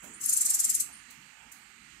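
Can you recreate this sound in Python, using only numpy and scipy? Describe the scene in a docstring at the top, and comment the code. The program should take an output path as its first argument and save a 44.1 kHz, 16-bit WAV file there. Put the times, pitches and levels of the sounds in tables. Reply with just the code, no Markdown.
"""In a leafy forest, a small bird close by on the left rattles off a trill of sharp chips.
Each chip is a short note and a steeply falling whistle; leaves scatter it. A brief halo of broad,
bright noise is heard around each chip. A far twitter fades as the trill starts, a far bird peeps twice,
and twigs tick in bursts of noise. A broad hiss with a low flutter lies underneath, mostly at the right
microphone port (its opening)."""
import sys
import numpy as np
from scipy import signal
from scipy.fft import rfft, irfft
from scipy.io import wavfile

SR = 44100
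rng = np.random.default_rng(int(sys.argv[2]) if len(sys.argv) > 2 else 0)


def to_wav(s):
    """Save 16-bit WAV."""
    ch = np.atleast_2d(s).T  # columns
    pcm = np.round(np.clip(ch, -1, 1) * 32767)  # PCM
    wavfile.write(sys.argv[1], SR, pcm.astype(np.int16))


N = 88200

# tone colour of the hiss (frequency [Hz], relative level [dB])
HISS_COLOUR = [(15, -30), (25, -20), (43, 1), (119, -3.5), (234, 3.5), (268, 0.5), (401, -9), (600, -20),
               (780, -7.5), (860, -4), (1020, -7.5), (1210, -0.5), (1540, 0.5), (2080, 3), (2870, 0),
               (3200, -4), (3650, -7), (4300, -6.5), (5300, -13), (7370, -4.5), (8900, -7.5), (9650, -30.5),
               (13300, -16.5), (15700, -67)]
# which side the hiss leans to (frequency [Hz], left minus right [dB])
HISS_BALANCE = [(40, -2.5), (140, 1), (250, -6.5), (500, -4.5), (770, -14.5), (1200, -23), (2000, -27),
                (2900, -18.5), (4200, -21.5), (6400, -33), (9000, -25), (11000, -4), (15000, -21)]
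# how alike its two sides are (frequency [Hz], likeness [0 to 1])
HISS_LIKENESS = [(30, 1), (90, 0.81), (200, 0.95), (500, 0.44), (1100, 0.86), (2000, 0.057)]
# how much it flickers (frequency [Hz], typical swing [dB])
HISS_FLICKER = [(60, 2), (250, 3), (700, 4), (1300, 1.5), (2500, 1.2), (4000, 2.2), (6000, 1.5)]
# loudness of its middle band (time [s], level [dB])
HISS_LOUDNESS = [(0.0, -58.5), (0.15, -57), (0.48, -54), (0.75, -55), (1.02, -57), (1.6, -59), (2.0, -58)]
# rise and fall of the low flutter (time [s], relative level [dB])
FLUTTER_SWELL = [(0.0, -85), (0.04, -59), (0.31, -66), (0.51, -69), (0.73, -65), (1.07, -72), (1.09, -70),
                 (1.2, -64), (1.36, -79), (1.47, -66.5), (1.51, -76.5), (1.57, -69.5), (1.73, -75.5),
                 (1.75, -67.5), (1.98, -69.5), (2.0, -67)]
# rise and fall of the murmur just above it (time [s], relative level [dB])
MURMUR_SWELL = [(0.0, -85), (0.04, -63), (0.28, -79.5), (0.3, -69), (0.33, -89), (0.34, -68.5), (0.55, -66),
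                (0.68, -74), (0.86, -78), (0.9, -65), (1.05, -75.5), (1.48, -68.5), (1.92, -78.5),
                (2.0, -73)]
# rise and fall of a thin, high band in the hiss (time [s], relative level [dB])
THIN_SWELL = [(0.0, -78), (0.14, -77), (0.27, -71), (0.4, -61.5), (0.49, -58.5), (0.66, -61), (0.81, -67.5),
              (1.16, -70.5), (2.0, -72)]
# far twitter, before it is set to the right (time [s], level [dB])
TWITTER_LOUDNESS = [(0.0, -56.5), (0.06, -53), (0.13, -53), (0.145, -50)]
# twig ticks (time [s], left [dB], right [dB], fade [ms], dull brushing on the right [dB])
TWIG_TICKS = [(0.035, -77, -55, 2.5, -58), (0.047, -87, -47.5, 2.7, -52.5), (1.111, -50, -52.5, 6, -87),
              (1.525, -48, -48.5, 4, -89)]
# tail of a tick, left row then right (relative level [dB], fade [ms])
TICK_LEAF_TAILS = [(-9, 70), (-.5, 55)]
# bright colour of a tick (frequency [Hz], relative level [dB])
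TICK_COLOUR = [(1000, -43), (5200, -3), (6500, 13), (10000, 7.5), (15000, 3)]
# dull colour of the brushing (frequency [Hz], relative level [dB])
BRUSH_COLOUR = [(150, -22), (450, 3), (1500, 2), (4000, -7.5), (8000, -36)]
# far peeps, before they are set to the left (time [s], pitch [Hz], level [dB], fade [ms])
FAR_PEEPS = [(0.139, 9060, -48.5, 32), (0.928, 9030, -48.5, 36)]
# echoes from near leaves, left row then right (level [dB], time to fade by 60 dB [s])
LEAF_ECHOES = [(-4.5, 0.13), (3, 0.23)]
# colour of the leaf echoes (frequency [Hz], gain [dB])
LEAF_COLOUR = [(4000, 2), (6500, -3.9), (7500, 0), (8600, -1), (10800, -3), (13000, 2), (15000, -4)]
# echoes from far trees, left row then right (level [dB], time to fade by 60 dB [s])
TREE_ECHOES = [(-18.5, .5), (-12, .45)]
# colour of the tree echoes (frequency [Hz], gain [dB])
TREE_COLOUR = [(3000, 0), (6300, 0), (7500, -6), (9000, -1), (10000, -3), (13000, -1), (15000, -9)]
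# the trill (time [s], whistle level [dB], whistle hold [ms], note level [dB], note's head start [ms])
TRILL_CHIPS = [(0.2181, -31, .3, -31, 4), (.2428, -23, 0.37, -32, 2.8), (0.2607, -14.5, 1.6, -38.5, 5),
               (0.2967, -14, 2.8, -22, 3.9), (.3346, -14.5, 4.3, -21.5, 5), (0.3738, -14, 3.4, -22.5, 5.5),
               (0.4153, -16, 4.1, -21, 5.4), (0.4592, -15, 5.7, -22.5, 5.2), (.5042, -13.5, 3.6, -22, 6.6),
               (0.5489, -14.5, 2.5, -21, 4.8), (0.6011, -14, 4, -20.5, 4.5), (0.6491, -14, 2.8, -21, 4.8),
               (.7013, -15.5, 5.4, -21, 4.8), (.7520, -13.5, 1.9, -23, 4.7), (0.8061, -15, 2.1, -23, 3.25)]
# colour of the halo of bright noise around each chip (frequency [Hz], relative level [dB])
HALO_COLOUR = [(2000, -38), (3600, -16.5), (4400, -12), (5300, -6), (6400, 3.5), (8500, 3.5), (12000, -2),
               (14000, -2), (15100, -17)]
# echoes off tree trunks (delay [ms], gain [dB])
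TRUNK_BOUNCES = [(6.5, -15), (12.5, -20)]
# how the right port dulls the near bird (frequency [Hz], gain [dB])
RIGHT_PORT_COLOUR = [(2000, -3), (5000, -2), (6500, -1.5), (7500, -1.5), (8600, -2), (9600, -6.5),
                     (11000, -16), (13500, -8)]
# a narrow dip in what the microphone picks up (frequency [Hz], gain [dB])
MICROPHONE_DIP = [(3200, -0.5), (3700, -4), (4200, -0.5)]

TIME_S, FREQ_HZ = np.arange(N) / SR, np.arange(N // 2 + 1) * SR / N


def amp(db):
    """Turn decibels into a number to multiply by."""
    return 10 ** (np.asarray(db) / 20)


def rms_one(x):
    """Scale a signal so its average strength (root mean square) is 1."""
    return x / np.sqrt(np.mean(x ** 2) + 1e-20)


def at_hz(table, hz):
    """Read a table between its rows, giving each octave equal room."""
    row_hz, values = np.transpose(table)
    return np.interp(np.log(hz + 1), np.log(row_hz), values)


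def colour(x, table):
    """Turn each frequency up or down as the table says."""
    return irfft(rfft(x) * amp(at_hz(table, FREQ_HZ)), N)


def drift(rate_hz):
    """A slow random wander of strength 1."""
    steps = int(rate_hz * N / SR * 2) + 2
    points = rng.standard_normal(200)[:steps]
    return rms_one(np.interp(np.linspace(0, steps - 1, N), np.arange(steps), points))


def waver(samples):
    """A fast random tremble of strength 1; more samples make it smoother."""
    return rms_one(np.convolve(rng.standard_normal(N), np.hanning(samples), "same"))


def bump(ms, rise_ms, fall_ms=1):
    """A bell-shaped swell that peaks at 0 ms."""
    return np.exp(-.5 * (ms / np.where(ms < 0, rise_ms, fall_ms)) ** 2)


def tone(hz):
    """A pure tone that follows a changing pitch."""
    return np.sin(2 * np.pi * np.cumsum(hz) / SR)


def late(x, ms):
    """Delay a sound."""
    lag = int(round(ms * SR / 1000))
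    return np.concatenate([np.zeros(lag), x[:N - lag]])


def steady_hiss():
    """The left and right spectra of an even noise, partly alike and mostly stronger on the right."""
    shared, opposed = rfft(rng.standard_normal((2, N)))
    alike = np.clip(at_hz(HISS_LIKENESS, FREQ_HZ), 0, 1)
    lean = amp(at_hz(HISS_BALANCE, FREQ_HZ))
    shared, opposed = np.sqrt(1 + alike) * shared, np.sqrt(1 - alike) * opposed
    gain = amp(at_hz(HISS_COLOUR, FREQ_HZ)) / np.sqrt(1 + lean ** 2 + 2 * alike * lean)
    spectra = gain * np.array([lean * (shared + opposed), shared - opposed])
    middle_band = irfft(spectra.mean(0) * (FREQ_HZ > 900) * (FREQ_HZ < 2800), N)
    return spectra / middle_band.std()


def hiss():
    """A broad hiss of overlapping bands that each flicker on their own; the low ones flutter."""
    hiss_db, flutter_db, murmur_db, thin_db = [
        np.interp(TIME_S, *np.transpose(table))
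        for table in (HISS_LOUDNESS, FLUTTER_SWELL, MURMUR_SWELL, THIN_SWELL)]
    spectra, out = steady_hiss(), 0
    for centre_hz in 30 * 2 ** np.arange(0, 9.6, .25):  # four bands to an octave
        band = np.clip(1 - 4 * np.abs(np.log2((FREQ_HZ + 1) / centre_hz)), 0, 1)
        level_db = hiss_db
        # three ranges rise and fall in their own way around the usual level
        if 90 < centre_hz < 450:
            level_db = flutter_db - flutter_db.mean() + hiss_db.mean()
        elif 450 <= centre_hz < 980:
            level_db = murmur_db - murmur_db.mean() + hiss_db.mean()
        elif 3800 < centre_hz < 4800:
            level_db = thin_db - np.median(thin_db) + np.median(hiss_db)
        flicker_db = at_hz(HISS_FLICKER, centre_hz) * drift(rate_hz=6.6)
        out = out + amp(level_db + flicker_db) * irfft(spectra * band, N)
    return out


def far_twitter():
    """Far twittering, blurred into a throbbing band of hiss that fades as the trill starts."""
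    times, db = np.transpose(TWITTER_LOUDNESS)
    level_db = np.interp(TIME_S, np.append(times, times[-1] + .1), np.append(db, -90))
    throb_db, side_db = .83 * drift(rate_hz=24), np.array([[-3], [4]])
    band = signal.butter(3, [6840, 8265], "band", fs=SR, output="sos")
    noise = rms_one(signal.sosfilt(band, rng.standard_normal((2, N))))
    return amp(level_db + throb_db + side_db) * noise


def twig_ticks():
    """Twigs tick in bursts of bright noise, with a soft tail from the leaves and a dull brushing."""
    power, brush = 0, 0
    tail_db, tail_ms = np.transpose(TICK_LEAF_TAILS)[:, :, None]
    for time_s, left_db, right_db, fade_ms, brush_db in TWIG_TICKS:
        ms = 1000 * (TIME_S - time_s)
        after_ms = np.maximum(ms, 0)
        fade = np.exp(-after_ms / fade_ms) + amp(tail_db) * np.exp(-after_ms / tail_ms)
        shape = bump(np.minimum(ms, 0), rise_ms=5.5) * fade
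        power = power + (amp([[left_db], [right_db]]) * shape) ** 2
        brush = brush + amp(brush_db) * shape[1]
    dull = brush * rms_one(colour(rng.standard_normal(N), BRUSH_COLOUR))
    bright = np.sqrt(power) * rms_one(colour(rng.standard_normal((2, N)), TICK_COLOUR))
    return bright + dull * np.array([[0], [1]])  # brushing on the right only


def far_peeps():
    """A far bird's thin, unsteady whistles start at once and linger, a little to the left."""
    wobble_hz, out = 140 * waver(samples=90), 0
    for time_s, hz, db, fade_ms in FAR_PEEPS:
        ms = 1000 * (TIME_S - time_s)
        shape = bump(np.minimum(ms, 0), rise_ms=2.5) * np.exp(-np.maximum(ms, 0) / fade_ms)
        out = out + amp(db) * shape * tone(hz + wobble_hz)
    return out * amp([[1.5], [-1.5]])


def leaf_scatter(sound, head_turns_per_s=7.4):
    """Leaves send back a spray of echoes that shifts as the bird turns; far trees add a dull tail."""
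    turn, sides = np.pi * head_turns_per_s * TIME_S, []
    for channel, leaves, trees in zip(sound, LEAF_ECHOES, TREE_ECHOES):
        # dividing keeps a longer echo from carrying more energy
        leaf_fade, tree_fade = [amp(db - 60 * TIME_S[:SR] / fade_s) / np.sqrt(fade_s * SR / np.log(1e6))
                                for db, fade_s in (leaves, trees)]
        tail = tree_fade * rng.standard_normal(SR)
        echoes = colour(signal.fftconvolve(channel, tail)[:N], TREE_COLOUR)
        for k in range(3):  # three sprays take turns
            share = np.sqrt(8 / 9) * np.cos((turn + k * np.pi) / 3) ** 2
            spray = (leaf_fade * rng.standard_normal(SR))[:SR // 4]
            echoes += colour(signal.fftconvolve(channel * share, spray)[:N], LEAF_COLOUR)
        sides.append(echoes)
    return np.array(sides)


def near_trill(whistle_hz=10900, fall_hz_per_ms=860, note_hz=7450, halo_db=-8.5):
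    """Each chip is a short arched note, then a falling whistle. A brief halo of noise surrounds it."""
    tones, halo_shape, half = np.zeros(N), np.zeros(N), 1200
    ms = np.arange(-half, half) * 1000 / SR
    wobble_hz = 220 * waver(samples=30)
    note_tops_hz = note_hz + 170 * rng.standard_normal(len(TRILL_CHIPS))
    for (time_s, whistle_db, hold_ms, note_db, ahead_ms), top_hz in zip(TRILL_CHIPS, note_tops_hz):
        span = slice(int(time_s * SR) - half, int(time_s * SR) + half)
        note_ms = ms + ahead_ms
        arch_hz = np.maximum(top_hz + wobble_hz[span] / 2 - 80 * note_ms ** 2, 3000)
        note = tone(arch_hz) + amp(-22) * tone(2 * arch_hz)  # with a faint octave above
        tones[span] += amp(note_db) * bump(note_ms, rise_ms=2.4, fall_ms=2.4) * note
        falling_hz = np.clip(whistle_hz - fall_hz_per_ms * ms + wobble_hz[span], 3000, 16000)
        held = bump(ms - np.clip(ms, 0, hold_ms), rise_ms=1.1, fall_ms=1)
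        sag_db = -1.7 * np.maximum(ms, 0)
        tones[span] += amp(whistle_db + sag_db) * held * tone(falling_hz)
        chip_db = (whistle_db + note_db) / 2
        halo_shape[span] += amp(chip_db + halo_db) * bump(ms + .4, rise_ms=10.1, fall_ms=9.2)
    roughness = 1 + .33 * waver(samples=40)
    halo = halo_shape * rms_one(colour(rng.standard_normal((2, N)), HALO_COLOUR))
    return from_the_left(tones * roughness, halo)


def from_the_left(tones, halo):
    """A sound from the left reaches the right port later and duller; trunks echo it on the left."""
    left = tones + halo[0] + sum(amp(db) * late(tones, ms) for ms, db in TRUNK_BOUNCES)
    right = late(tones + amp(-.5) * halo[1], ms=.9)
    return np.array([left, colour(right, RIGHT_PORT_COLOUR)])


def scene():
    """Both birds and their echoes, over the ticks, the twitter and the hiss."""
    trill, peeps = near_trill(), far_peeps()
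    echoes = leaf_scatter(trill + amp(5) * peeps)  # the far bird gets more echo
    return trill + peeps + echoes + twig_ticks() + far_twitter() + hiss()


def record(dry, cutoff_hz=15900):
    """The microphone has a narrow dip, and the highest treble is cut off."""
    treble_cut = signal.cheby2(30, 75, cutoff_hz, fs=SR, output="sos")
    return signal.sosfilt(treble_cut, colour(dry, MICROPHONE_DIP))


dry = scene()
out = record(dry)
to_wav(out)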